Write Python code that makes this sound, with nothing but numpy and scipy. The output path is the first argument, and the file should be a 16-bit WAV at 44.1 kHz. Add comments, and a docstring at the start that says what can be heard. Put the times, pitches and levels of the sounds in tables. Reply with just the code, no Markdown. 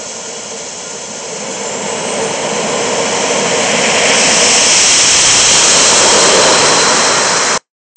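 """An airstrip, microphone about 6 m off the runway line. A model jet idles, a second turbine idling nearby:
intake hiss, blade whine and flame noise in a hollow tailpipe. At 1 s the jet spools up; at 3 s it rolls.
Side-on, just after 4 s, its exhaust hisses brightly; then the tail turns to us with a low roar, and the
echo off the asphalt sweeps upward. The microphone overloads on the peaks.
At 7.6 s, with the jet some 20 m away, the sound stops dead."""
import sys
import numpy as np
from scipy.fft import rfft, irfft
from scipy.io import wavfile

SR = 44100
rng = np.random.default_rng(int(sys.argv[2]) if len(sys.argv) > 2 else 0)


def put_to_file(sound):
    """Save the sound as 16-bit audio at rate SR, in the file named by the first command-line argument."""
    columns = np.atleast_2d(sound).T  # one column per channel
    safe = np.clip(columns, -1, 1)
    whole_steps = np.round(safe * 32767)
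    wavfile.write(sys.argv[1], SR, whole_steps.astype(np.int16))


N = 351036
TIME = np.arange(N) / SR
FREQ = np.maximum(np.fft.rfftfreq(N, 1 / SR), 1)

# air rushing into the intake: pitch_hz, level_db
INTAKE_SPECTRUM = [(50,-22),(170,-13.5),(300,-25.5),(500,-16.5),(1500,-11),(3000,-10.5),(4000,-6.5),(4600,-4.5),(5500,-1),(6300,3),(7200,-5.5),(8000,-1.5),(8600,-16)]
# intake duct resonances: pitch_hz, width_hz, gain_db
INTAKE_MODES = [(1020, 90, 3.5), (1420, 49, 19), (1800, 100, 2.2), (2310, 100, 3.2), (2885, 120, 6.6),
                (3355, 63, 13), (6270, 160, 3)]
# combustion noise in the tailpipe: pitch_hz, level_db
PIPE_SPECTRUM = [(20,-49),(50,-32),(90,-19),(150,-14),(220,-8),(315,-13),(550,0),(800,-5),(1200,-8.5),(2200,-14),(3200,-16.5),(4500,-24),(8600,-22)]
# tailpipe resonances: pitch_hz, width_hz, gain_db
PIPE_MODES = [(164,32,5.8),(210,45,5.6),(256.3,27,4.2),(462.7,53,8.6),(607,32,3.2),(666,60,0.86),(924,86,7.4),(1036,56,8),(2280,110,4.2),(2984,220,5)]
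# hotter gas carries sound faster and lifts the pipe resonances: time_s, pitch_ratio
PIPE_TUNING = [(0,1),(1.2,0.98),(2,0.97),(3,1.006),(4.5,1.04),(7.5,0.84)]
# steady whines of the second turbine: pitch_hz, width_hz, level_db
IDLE_WHINES = [(4260,28,-50.5),(5050,110,-45.5),(6360,23,-39.5),(7150,19,-44.5),(7140,34,-55)]
# lower, rushing peak of the slower jet: pitch_hz, level_db
RUSH_SPECTRUM = [(500,-33.5),(1400,-7),(2100,-2.5),(2900,-7.5),(3600,-13),(8000,-28.5)]
# fine eddies of the jet: pitch_hz, level_db
HISS_SPECTRUM = [(20,-42),(80,-21),(300,-11),(600,-8),(1200,-4.5),(2000,-3),(2900,-3.5),(3900,-8.5),(4700,-1.5),(5500,1),(6300,1),(7200,-6),(8000,-2.5),(8600,-8)]
# rumble of the pass: pitch_hz, level_db
RUMBLE_SPECTRUM = [(15,-4.5),(40,-7),(90,1),(150,3),(300,-25),(1000,-51),(9000,-94)]
# large eddies of the jet: pitch_hz, level_db
ROAR_SPECTRUM = [(20,-49),(70,-30),(150,-8),(330,-8.5),(500,0),(750,-6),(1100,-1.5),(1700,-1.5),(2500,-4.5),(3600,-14),(5000,-19),(8600,-23)]
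# humps in the roar: pitch_hz, width_hz, gain_db
ROAR_HUMPS = [(220, 67, 3.8), (467, 120, 0.74), (640, 39, 1.4), (936, 180, 5.9), (4105, 270, 11)]
# core of the rearward beam: pitch_hz, level_db
BEAM_SPECTRUM = [(100,-35),(280,-10),(390,-2),(500,1),(620,2),(760,-16.5),(1500,-25),(8000,-42)]
# how each named sound radiates, at full power and nearest distance, angles off the nose:
# level_db, idle_drop_db, loudest_deg, nose_fall_db_per_deg, tail_fall_db_per_deg
RADIATION = { "intake": (-19, 8.5, 80, 0, 1.6), "blades": (-35, 20, 92, -0.5, 1),
             "pipe": (-15.7, 15, 98, 0, 0.76), "rush": (-11.5, 43.5, 89, 0, 1.1),
             "hiss": (-2, 28.5, 138.5, 0.1324, 0.08), "rumble": (-31.5, 28.5, 124.5, 0.8, 0.3),
             "roar": (-4.2, 29, 152.5, 0.54, 0.11), "beam": (-7.5, 34, 150.5, 1.0, 1.24), }
# stereo width across the spectrum: pitch_hz, side_gain_db
STEREO_WIDTH = [(30,-9.5),(90,-7.5),(180,-22.5),(350,-21.5),(700,-18.5),(1400,-17),(2800,-40.5),(5000,-20.5)]
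# the stereo image narrows as the jet passes, then widens again: time_s, side_gain_db
SIDE_LEVEL = [(0,4),(1.5,2.5),(3,0),(4.2,-3.5),(5,-29.5),(6,-2),(6.7,-9),(7.3,2.5)]
# the lows and low mids lean to the right: pitch_hz, left_minus_right_db
STEREO_LEAN = [(30,-.7),(90,-1.2),(180,-1.3),(350,-1.7),(700,-.7),(1400,0)]
# colour of the microphone housing: pitch_hz, width_hz, gain_db
HOUSING_MODES = [(3220, 310, 5), (3506, 260, -3), (4084, 270, 5), (4715, 600, -5), (5400, 460, 1.5),
                 (7244, 810, 6.5)]

THROTTLE_S, FLAME_RISE_S, SPOOL_UP_S = 1.084, 0.9, 3.75
BLADE_IDLE_HZ, BLADE_FULL_HZ, OCTAVE_DB = 3370, 7450, 4
DUCT_HZ, DUCT_WIDTH_HZ = 7160, 1500
# the roll starts a little before the point nearest the microphone
BRAKES_OFF_S, ACCELERATION_M_PER_S2, START_BEFORE_M, NEAREST_M = 3.18, 2.187, 0.95, 5.81
SHADE_DB, NOZZLE_SEEN_DEG, SHADE_EDGE_DEG = 3.5, 89.8, 2.8
NOTCH_START_HZ, NOTCH_HZ_PER_M, ECHO_GAIN = 1250, 80, 0.39
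STEREO_TOP_HZ, CUTOFF_HZ, STOP_S = 5450, 8780, 7.577


def from_db(db):
    """Decibels to gain."""
    return 10 ** (np.asarray(db) / 20)


def rms_one(x):
    """Scale to rms 1."""
    return x / np.sqrt(np.mean(x ** 2) + 1e-20)


def in_time(points):
    """A curve of (time_s, value) points at every sample."""
    return np.interp(TIME, *np.transpose(points))


def slope_gain(points):
    """Gain per frequency through (pitch_hz, level_db) points."""
    hz, db = np.transpose(points)
    return from_db(np.interp(np.log(FREQ), np.log(hz), db))


def mode_gain(modes):
    """Gain per frequency of bell-shaped resonances."""
    return from_db(sum(db / (1 + (2 * (FREQ - hz) / width) ** 2) for hz, width, db in modes))


def low_pass(edge_hz, order):
    """Gain per frequency of a steep low-pass."""
    return 1 / np.sqrt(1 + (FREQ / edge_hz) ** (2 * order))


def white():
    """Spectrum of fresh white noise."""
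    return rfft(rng.standard_normal(N))


def drift(rate_hz):
    """Random wander, mostly slower than rate_hz; rms 1."""
    return rms_one(irfft(white() / (1 + (FREQ / rate_hz) ** 2), N))


def turbulence(spectrum, modes=()):
    """Flow noise through its resonances."""
    return irfft(white() * rms_one(slope_gain(spectrum)) * mode_gain(modes), N)


def whine(hz, width_hz):
    """A blade tone, smeared into a narrow band by unsteady inflow."""
    phase = 2 * np.pi * np.cumsum(hz * np.ones(N)) / SR
    return drift(width_hz) * np.cos(phase) + drift(width_hz) * np.sin(phase)


def flame():
    """Combustion builds quickly as the throttle opens: 0 at idle, 1 at full heat."""
    return 1 - np.exp(-np.maximum(TIME - THROTTLE_S, 0) / FLAME_RISE_S)


def shaft_speed():
    """The heavy shaft follows in an S-curve: 0 at idle, 1 at full speed."""
    progress = np.clip((TIME - THROTTLE_S) / SPOOL_UP_S, 0, 1)
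    return progress ** 2 * (3 - 2 * progress)


def rolled_m():
    """Distance down the runway under steady acceleration."""
    return .5 * ACCELERATION_M_PER_S2 * np.maximum(TIME - BRAKES_OFF_S, 0) ** 2


def off_nose_deg():
    """Angle between the aircraft's nose and the microphone."""
    return np.degrees(np.arctan2(NEAREST_M, START_BEFORE_M - rolled_m()))


def gain_at_mic(name, power, flutter_db, flutter_hz):
    """Gain of one sound from engine power, angle and distance, fluttering as the eddies come and go."""
    full_db, idle_drop_db, loudest_deg, nose_fall, tail_fall = RADIATION[name]
    off_deg = off_nose_deg() - loudest_deg
    aim_db = nose_fall * np.minimum(off_deg, 0) - tail_fall * np.maximum(off_deg, 0)
    level_db = full_db - idle_drop_db * (1 - power) + aim_db + flutter_db * drift(flutter_hz)
    distance_m = np.hypot(NEAREST_M, rolled_m() - START_BEFORE_M)
    return from_db(level_db) * NEAREST_M / distance_m


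def intake():
    """Inrushing air rings the duct; it fades once the nose has passed the microphone."""
    air = turbulence(INTAKE_SPECTRUM, INTAKE_MODES)
    return air * gain_at_mic("intake", shaft_speed(), flutter_db=0.64, flutter_hz=19)


def through_duct(hz):
    """The intake duct lets blade tones out best in one band."""
    return 1 / np.sqrt(1 + ((hz - DUCT_HZ) / DUCT_WIDTH_HZ) ** 4)


def compressor():
    """The blade-passing tone and its octave climb with the shaft speed, half buried in the hiss."""
    blade_hz = BLADE_IDLE_HZ + (BLADE_FULL_HZ - BLADE_IDLE_HZ) * shaft_speed()
    tone = through_duct(blade_hz) * whine(blade_hz, width_hz=230)
    octave = from_db(OCTAVE_DB) * through_duct(2 * blade_hz) * whine(2 * blade_hz, width_hz=160)
    return (tone + octave) * gain_at_mic("blades", flame(), flutter_db=1.2, flutter_hz=9)


def tailpipe():
    """Combustion rings the hollow pipe; its resonances move with the speed of sound in the gas."""
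    burn = turbulence(PIPE_SPECTRUM, PIPE_MODES)
    position = np.cumsum(in_time(PIPE_TUNING)) % N
    retuned = np.interp(position, np.arange(N), burn)
    return retuned * gain_at_mic("pipe", flame(), flutter_db=0.3, flutter_hz=29)


def idling_turbine():
    """The blades of the second turbine, nearby: thin whines that keep their pitch."""
    return sum(from_db(db) * whine(hz, width) for hz, width, db in IDLE_WHINES)


def jet_rush():
    """The exhaust rushes as it gathers speed, fading once the aircraft is past."""
    rush = turbulence(RUSH_SPECTRUM)
    return rush * gain_at_mic("rush", shaft_speed(), flutter_db=1.5, flutter_hz=28)


def jet_hiss():
    """Fine eddies hiss to the side and rear, shaded by the fuselage until the nozzle comes into view."""
    hidden = .5 - .5 * np.tanh((off_nose_deg() - NOZZLE_SEEN_DEG) / SHADE_EDGE_DEG)
    hiss = turbulence(HISS_SPECTRUM) * from_db(-SHADE_DB * hidden)
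    return hiss * gain_at_mic("hiss", shaft_speed(), flutter_db=0.5, flutter_hz=21)


def jet_rumble():
    """Low flow noise swells as the jet goes by."""
    rumble = turbulence(RUMBLE_SPECTRUM)
    return rumble * gain_at_mic("rumble", shaft_speed(), flutter_db=-2.0, flutter_hz=8)


def jet_roar():
    """Large eddies beam a roar to the rear; its narrow core sweeps over the microphone."""
    roar = turbulence(ROAR_SPECTRUM, ROAR_HUMPS)
    roar *= gain_at_mic("roar", shaft_speed(), flutter_db=0.05, flutter_hz=50)
    core = turbulence(BEAM_SPECTRUM)
    core *= gain_at_mic("beam", shaft_speed(), flutter_db=0.2, flutter_hz=28)
    return roar + core


def over_asphalt(x, dull_hz):
    """The ground echo lags less as the aircraft recedes, so its notches sweep upward."""
    lag_s = .5 / (NOTCH_START_HZ + NOTCH_HZ_PER_M * rolled_m())
    echo = irfft(rfft(x) * np.exp(-(FREQ / dull_hz) ** 2), N)
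    return x + ECHO_GAIN * np.interp(TIME - lag_s, TIME, echo)


def stereo_spread(x, decay_s):
    """Diffuse stereo spread in the lows and mids, with centred treble."""
    smear = rfft(rng.standard_normal(N) * np.exp(-TIME / decay_s))
    smear /= np.sqrt(np.mean(np.abs(smear) ** 2))
    colour = slope_gain(STEREO_WIDTH) * low_pass(STEREO_TOP_HZ, order=50)
    side = irfft(rfft(x) * smear * colour, N) * from_db(in_time(SIDE_LEVEL))
    return x + side * [[1], [-1]]


def scene():
    """Both turbines in the open air, in stereo from beside the runway."""
    airflow = intake() + tailpipe() + jet_rush() + jet_hiss() + jet_roar() + jet_rumble()
    aircraft = over_asphalt(airflow, dull_hz=5000) + compressor()
    stereo = stereo_spread(aircraft + idling_turbine(), decay_s=0.06)
    lean = slope_gain(STEREO_LEAN) ** np.array([[.5], [-.5]])
    return irfft(rfft(stereo) * lean, N)


def overload(x, ceiling, knee):
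    """The microphone passes quiet sound cleanly and flattens the peaks."""
    return x / (1 + np.abs(x / ceiling) ** knee) ** (1 / knee)


def record(dry):
    """At the microphone: housing colour, overload, a sudden stop with a tiny tail, a steep top cut."""
    coloured = irfft(rfft(dry) * mode_gain(HOUSING_MODES), N)
    clipped = overload(coloured, ceiling=0.76, knee=7.1)
    tail = from_db(-25) * np.exp(-np.abs(TIME - STOP_S) / 0.018)
    stopped = clipped * np.where(TIME < STOP_S, 1, tail)
    return irfft(rfft(stopped) * low_pass(CUTOFF_HZ, order=150), N)


dry = scene()
out = record(dry)
put_to_file(out)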